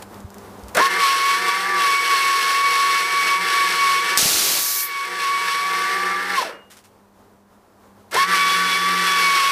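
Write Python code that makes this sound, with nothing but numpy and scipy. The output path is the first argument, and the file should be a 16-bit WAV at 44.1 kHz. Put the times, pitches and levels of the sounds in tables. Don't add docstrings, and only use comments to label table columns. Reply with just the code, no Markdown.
import sys
import numpy as np
from scipy import signal
from scipy.fft import rfft, irfft, next_fast_len
from scipy.io import wavfile
from scipy.ndimage import uniform_filter1d, map_coordinates

SR = 44100
rng = np.random.default_rng(int(sys.argv[2]) if len(sys.argv) > 2 else 0)


def put_to_file(sound):
    columns = np.atleast_2d(sound).T
    safe = np.clip(columns, -1, 1)
    whole_steps = np.round(safe * 32767)
    wavfile.write(sys.argv[1], SR, whole_steps.astype(np.int16))


N = 419391
TIME = np.arange(N) / SR

# (frequency [Hz], level re background [dB])
HUM_PARTIALS = [(100, -13), (200, -7.5), (400, -14.5), (1000, -19.5)]


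def motor_drive():
    # (time [s], mesh frequency [Hz], whine level [dB])
    first_run = [(0.82, 1091, -14.5), (0.87, 1091, -17), (0.9, 1144, -32.5), (0.99, 1152, -25.5),
                 (1.04, 1112, -14.5), (1.08, 1101, -19), (1.21, 1103, -22), (1.25, 1111, -19.5),
                 (1.35, 1116, -19.5), (1.39, 1138, -28.5), (1.46, 1151, -28), (1.49, 1135, -16.5),
                 (1.51, 1131, -25.5), (1.69, 1159, -26), (1.76, 1161, -21), (1.89, 1108, -18),
                 (2.05, 1124, -25), (2.14, 1113, -16), (2.18, 1100, -22.5), (2.35, 1113, -19),
                 (2.42, 1101, -23), (2.66, 1118, -18), (2.7, 1112, -21.5), (2.82, 1113, -18),
                 (3.0, 1114, -23), (3.1, 1128, -28), (3.18, 1120, -18), (3.26, 1126, -28),
                 (3.32, 1123, -18), (3.36, 1122, -20), (3.4, 1141, -27.5), (3.62, 1121, -18),
                 (3.66, 1121, -20), (3.71, 1130, -31), (3.84, 1114, -17), (4.0, 1112, -21.5),
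                 (4.04, 1135, -27.5), (4.15, 1136, -25.5), (4.9, 1128, -25), (5.0, 1111, -17.5),
                 (5.1, 1147, -28.5), (5.19, 1146, -24), (5.26, 1104, -17.5), (5.33, 1123, -16.5),
                 (5.452, 1124, -25), (5.524, 1123, -21), (6.164, 1173, -24.5), (6.274, 1187, -36),
                 (6.33, 1177, -31), (6.36, 1180, -28), (6.385, 1180, -14.5), (6.415, 1177, -27)]
    second_run = [(8.18, 1105, -16), (8.238, 1103, -17.5), (8.278, 1159, -31.5), (8.338, 1162, -18),
                  (8.366, 1137, -22), (8.458, 1133, -20), (8.774, 1136, -25.5), (8.884, 1149, -20),
                  (9.024, 1149, -24), (9.084, 1135, -22), (9.44, 1106, -19), (9.5, 1107, -20)]
    # (multiple, first-run level [dB], second-run level [dB],
    # resonance [Hz], bandwidth [Hz], lift [dB])
    harmonics = [(2, -34, -32.5, 2244, 60, 8), (3, -48, -38, 3412, 50, 9.5), (4, -46, -45, 4400, 40, 9),
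                 (7, -50, -61, 8130, 200, 9.5)]
    # (multiple of its rate, first-run level [dB], second-run level [dB])
    shaft_tones = [(1, -0.5, 8), (1.5, -4.5, 2.5), (2, -2.5, -5), (2.75, -5.5, -25), (4.1, 0.5, -13),
                   (4.4, 0.5, -12), (5.4, 0.5, -9), (7.4, -9, -0.5), (8.4, -4.5, 1.5), (9.8, -15, -12),
                   (10.8, -7.5, -0.5), (11.8, -8, -18)]
    first = gear_train(first_run, on_s=0.745, off_s=6.34, free_hz=1192.5,
                       harmonics=[(k, db, *mode) for k, db, _, *mode in harmonics],
                       shaft_tones=[(k, db) for k, db, _ in shaft_tones], tones_db=-8.5,
                       grind_db=-25.3, ring_db=-29.5, body_db=-25.8, shudder_db=-12.5, jolt_db=-3)
    second = gear_train(second_run, on_s=8.112, off_s=np.inf, free_hz=1206,
                        harmonics=[(k, db, *mode) for k, _, db, *mode in harmonics],
                        shaft_tones=[(k, db) for k, _, db in shaft_tones], tones_db=-10.5,
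                        grind_db=-25.0, ring_db=-30.0, body_db=-28, shudder_db=-16.5, jolt_db=-20.5)
    return first + second


def gear_train(run, on_s, off_s, free_hz, harmonics, shaft_tones, tones_db,
               grind_db, ring_db, body_db, shudder_db, jolt_db):
    # (frequency [Hz], bandwidth [Hz], relative level [dB])
    cabinet_modes = [(190.2, 22.3, -20), (278, 35, -24), (380.7, 19.3, -7), (411, 11, -11), (460, 20.6, -6),
                     (738, 11, -16.5), (791, 14, -14), (952, 26, -7.5), (1109, 21, -2.5), (1299, 62, -9),
                     (1358, 27, -4), (1498, 57, -6.5), (1575, 26, -4.5), (1686, 32, 3.5), (1738, 27, 3),
                     (1795, 25, 4.5), (1937, 37, -4.5), (2117, 35, 2)]
    housing_modes = [(2293, 57, 1), (2497, 50, 1), (2689, 47, 5.5), (2957, 17, 5), (3124, 29, 0),
                     (3412, 44, 1.5), (3720, 46, -3), (4265, 39, 3), (4427, 70, -6), (4770, 56, -5.5),
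                     (5450, 83, -2), (8070, 90, -5.5), (8800, 39, -8.5)]
    # (frequency [Hz], relative level [dB])
    grinding_spectrum = [(60, -41), (200, -26), (400, -7), (650, -11.5), (950, -5), (1400, 2), (2300, -3),
                         (3200, -2), (4400, -2.5), (5700, -4), (6800, -12), (10500, -11.5), (13000, -16),
                         (15000, -23)]
    rattle_spectrum = [(30, -40), (120, -24), (330, -5.5), (480, 4.5), (850, -6), (1400, -1), (2500, -14.5),
                       (8000, -44)]
    teeth_per_turn, idle_share, jolt_s = 6.4, 0.25, 0.05
    working_hz, whine_db = curves(run)
    mesh_hz, load, up, down = motor_motion(working_hz, on_s, off_s, free_hz)
    slack = np.clip(1 - mesh_hz / 1080, 0, 1)
    flutter = .002 * wobble(70) + .19 * slack * wobble(350)
    loose = np.minimum(3 * slack, .75)
    mesh_phase = 2 * np.pi * np.cumsum(mesh_hz * (1 + flutter)) / SR
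    shaft_phase = mesh_phase / teeth_per_turn
    striking = np.clip(mesh_hz / 470, 0, 1) ** 3
    tone = mesh_tone(mesh_phase, mesh_hz, load, whine_db, harmonics)
    whine = striking * np.sqrt(1 - loose) * up ** 1.7 * down ** 0.58 * tone
    racing = np.clip((mesh_hz - 1135) / 30, -1, 1)
    shaft_force = sum(amp(db + 3.2 * wobble(10)) * np.sin(k * shaft_phase + 0.22 * wobble(23))
                      for k, db in shaft_tones)
    drone = amp(tones_db + 3.2 * racing) * (1 - slack) ** 2 * resonate(shaft_force, cabinet_modes)
    bunching = amp(0.5 * np.sin(shaft_phase) + 2 * np.sin(mesh_phase)
                   + 0.66 * wobble(130) + 0.9 * wobble(14))
    impacts = lambda: bunching * (grains(rate=6000, spread_db=1.0) + rng.standard_normal(N))
    force = (idle_share + (1 - idle_share) * load) * up ** 0.74 * down ** 2.66
    grinding = amp(grind_db) * colour(impacts(), grinding_spectrum)
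    housing = amp(ring_db) * resonate(impacts(), housing_modes)
    jolt = up * np.exp(-since(on_s) / jolt_s)
    shake = amp(body_db + 3.4 * racing) * load ** .2 * up * down ** 1.8 + amp(shudder_db) * jolt
    cabinet = shake * (resonate(impacts(), cabinet_modes) + drone)
    rattle_gain = (amp(jolt_db) * jolt + amp(-24) * up * down ** 1.2) * np.sqrt(loose)
    rattle = rattle_gain * colour(impacts(), rattle_spectrum)
    return whine + force * (grinding + housing) + cabinet + rattle


def motor_motion(working_hz, on_s, off_s, free_hz):
    spin_up_s, coast_s, inertia_s = 0.04, 0.175, 0.038
    wander_hz, sag_hz_per_load = 2.796, 77.3
    smooth_hz = uniform_filter1d(working_hz, size=1100)
    up = 1 - np.exp(-(since(on_s) / spin_up_s) ** 2)
    down = np.exp(-(since(off_s) / coast_s) ** 1.7)
    mesh_hz = (smooth_hz + wander_hz * wobble(25)) * up * down
    load = (free_hz - mesh_hz - inertia_s * np.gradient(smooth_hz) * SR) / sag_hz_per_load
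    return mesh_hz, uniform_filter1d(np.clip(load, .12, 1.2), size=900), up, down


def mesh_tone(phase, mesh_hz, load, whine_db, harmonics):
    tone = amp(whine_db + 0.67 * wobble(90)) * np.sin(phase + 0.14 * wobble(120))
    for k, db, hz, width, lift_db in harmonics:
        swell_db = lift_db / (1 + (2 * (k * mesh_hz - hz) / width) ** 2)
        gain = load ** 0.9 * amp(db + swell_db + 1.8 * wobble(55) + 2.0 * wobble(12))
        tone += gain * np.sin(k * (phase + 0.13 * wobble(120)))
    return np.sqrt(2) * tone


def arcs():
    # (frequency [Hz], relative level [dB])
    sizzle = [(300, -25.5), (1500, -14.5), (3000, -15), (4600, -4.5), (6200, -4), (8000, -8), (10000, -6.5),
              (15000, -19.5)]
    fizz = [(3000, -31.5), (8000, -13), (10000, -5), (12500, 5), (15000, -1)]
    roar = [(30, -23), (90, -13.5), (400, -1.5), (1200, -4), (2500, 0), (4500, 2.5), (8000, -3),
            (15000, -20.5)]
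    # (level [dB], sag [dB/s], release time [s], release rate [dB/s])
    envelopes = [(-3, 17, 4.81, 257.5), (-9, 4, 4.85, 399), (-3.5, 17, 4.58, 169.5)]
    strike_s, rise_s, crest_hz = 4.174, 0.016, HUM_PARTIALS[0][0]
    crests = amp(.8 * np.sin(2 * np.pi * crest_hz * TIME) + .3 * wobble(140))
    out = np.zeros(N)
    for (db, sag, release_s, release), spectrum in zip(envelopes, (sizzle, fizz, roar)):
        level_db = db - sag * since(strike_s) - release * since(release_s)
        flicker_db = 0.27 * wobble(30)
        restrikes = crests * grains(rate=12000, spread_db=1.5) + 3.1 * rng.standard_normal(N)
        out += amp(level_db + flicker_db) * colour(restrikes, spectrum)
    return (1 - np.exp(-since(strike_s) / rise_s)) * out


def sparks():
    # (time [s], level [dB])
    discharges = [(0.144, -27), (0.204, -28), (0.304, -27), (0.344, -25), (0.384, -25.5), (0.595, -31.5),
                  (0.637, -29.5), (0.684, -24.5), (4.1747, 11), (4.1795, 11), (4.186, 7)]
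    out, t = np.zeros(N), np.arange(SR // 50) / SR
    for s, db in discharges:
        spike = np.cos(2 * np.pi * 5500 * t) * decay(t, t60=0.0009)
        crackle = .25 * rng.standard_normal(len(t)) * decay(t, t60=0.0064)
        add(out, s, amp(db) * (spike + crackle))
    return echoes(out, t60=0.059, wet_db=-7)


def thumps():
    # (time [s], level [dB], frequency [Hz], t60 [s])
    blows = [(0.244, -12, 90.5, 0.052), (0.624, -27, 62, 0.2), (4.227, 8.5, 189, .018),
             (4.2563, 12, 170, 0.018), (4.308, -6, 130, 0.03), (4.345, -10, 100, 0.045),
             (6.426, -10.5, 970, 0.029)]
    out, t = np.zeros(N), np.arange(SR // 3) / SR
    for s, db, hz, t60 in blows:
        envelope = amp(db) * decay(t, t60) * (1 - np.exp(-hz * t))
        add(out, s, envelope * np.sin(2 * np.pi * hz * t))
    return out


def clacks():
    # (time [s], level [dB], t60 [s])
    bursts = [(0.021, -31, .05), (0.686, -37, 0.066), (0.747, -18, 0.063), (0.769, -9.5, 0.025),
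              (1.478, -23, 0.054), (6.699, -39, 0.24), (6.765, -43.5, 0.15), (6.838, -44, 0.15),
              (8.111, -30.5, 0.067), (8.141, -17.5, 0.043), (8.155, -25, 0.016), (8.173, -15.5, 0.027)]
    # (frequency [Hz], relative level [dB])
    spectrum = [(30, -30), (150, -1.5), (1500, 5.5), (4500, 1.5), (9000, 1.0), (15000, -7)]
    envelope, t = np.zeros(N), np.arange(SR // 3) / SR
    for s, db, t60 in bursts:
        add(envelope, s, amp(db) * decay(t, t60) * (1 - np.exp(-20 * t / t60)))
    return envelope * colour(grains(rate=4300, spread_db=-2.0), spectrum)


def metal_ring():
    # (time [s], level [dB], frequency [Hz], rise time [s], t60 [s])
    mode = (6.5, -37.5, 2848, 0.06, 0.5)
    s, db, hz, rise_s, t60 = mode
    envelope = (1 - np.exp(-since(s) / rise_s)) * decay(since(s), t60) * amp(db + 1.2 * wobble(40))
    return envelope * np.sin(2 * np.pi * hz * TIME + .3 * wobble(60))


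def transformer_yard():
    # (time [s], level [dB])
    levels = [(0, -41), (0.75, -42), (1.0, -60), (6.6, -53), (7.1, -53.5), (7.6, -54), (8.1, -49.5),
              (9.51, -59)]
    # (frequency [Hz], relative level [dB])
    distant_spectrum = [(15, -35.5), (25, -13.5), (90, -10.5), (167, -14.5), (202, -5.5), (301, -9.5),
                        (394, -7.5), (588, -9.5), (1000, -10), (1860, -21.5), (2240, -25), (2500, -27.5),
                        (15000, -34)]
    level_db, = curves(levels)
    hum = sum(amp(db + 1.46 * wobble(7.6)) * np.sin(2 * np.pi * hz * TIME + 0.28 * wobble(9))
              for hz, db in HUM_PARTIALS)
    wash = amp(-1.0 + 1.6 * wobble(15)) * colour(rng.standard_normal(N), distant_spectrum)
    return amp(level_db) * (np.sqrt(2) * hum + wash)


def echoes(x, t60, wet_db):
    t = np.arange(SR // 2) / SR
    tail = rng.standard_normal(len(t)) * decay(t, t60)
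    return x + amp(wet_db) * signal.fftconvolve(x, tail / np.linalg.norm(tail))[:N]


def gain_control(x):
    treble_hz, threshold_db, cut_share = 7050, -25.5, 0.74
    average_s, lag_s, recover_s = 0.012, 0.002, 0.49
    treble = signal.sosfilt(signal.butter(2, treble_hz, "high", fs=SR, output="sos"), x[0])
    pole = np.exp(-1 / (average_s * SR))
    treble_db = 10 * np.log10(signal.lfilter([1 - pole], [1, -pole], treble ** 2) + 1e-12)
    needed_db = cut_share * np.maximum(treble_db - threshold_db, 0)
    recovery = np.exp(-TIME / recover_s)
    cut_db = np.maximum.accumulate(needed_db / recovery) * recovery
    return x * amp(-np.interp(TIME - lag_s, TIME, cut_db))


def amp(db):
    return 10 ** (np.asarray(db) / 20)


def decay(t, t60):
    return amp(-60 * t / t60)


def since(s):
    return np.maximum(TIME - s, 0)


def unit(x):
    return x / np.sqrt(np.mean(x ** 2) + 1e-20)


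def add(track, s, sound):
    part = track[max(round(s * SR), 0):][:len(sound)]
    part += sound[:len(part)]


def curves(rows):
    times, *columns = np.transpose(rows)
    return [np.interp(TIME, times, column) for column in columns]


def wobble(rate):
    knots = rng.standard_normal(int(N * rate / SR) + 4)
    return np.interp(TIME, TIME[::20], map_coordinates(knots, [TIME[::20] * rate]))


def grains(rate, spread_db):
    hits = rng.random(N) < rate / SR
    return unit(hits * rng.standard_normal(N) * amp(spread_db * rng.standard_normal(N)))


def filtered(x, response):
    size = next_fast_len(N + SR // 2)
    return irfft(rfft(x, size) * response(np.fft.rfftfreq(size, 1 / SR)), size)[..., :N]


def colour(x, points):
    hz, db = np.transpose(points)
    return unit(filtered(x, lambda f: amp(np.interp(np.log(f + 1), np.log(hz), db))))


def resonate(x, modes):
    def response(f):
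        return sum((-1) ** k * amp(db) * 1j * f * width / (hz * hz - f * f + 1j * f * width)
                   for k, (hz, width, db) in enumerate(modes))
    return unit(filtered(x, response))


def scene():
    mono = motor_drive() + sparks() + thumps() + clacks() + metal_ring() + transformer_yard() + arcs()
    return np.array([mono, mono])


def record(dry):
    clipped = np.clip(gain_control(dry), -1, 1)
    return filtered(clipped, lambda hz: hz < 15300)


dry = scene()
out = record(dry)
put_to_file(out)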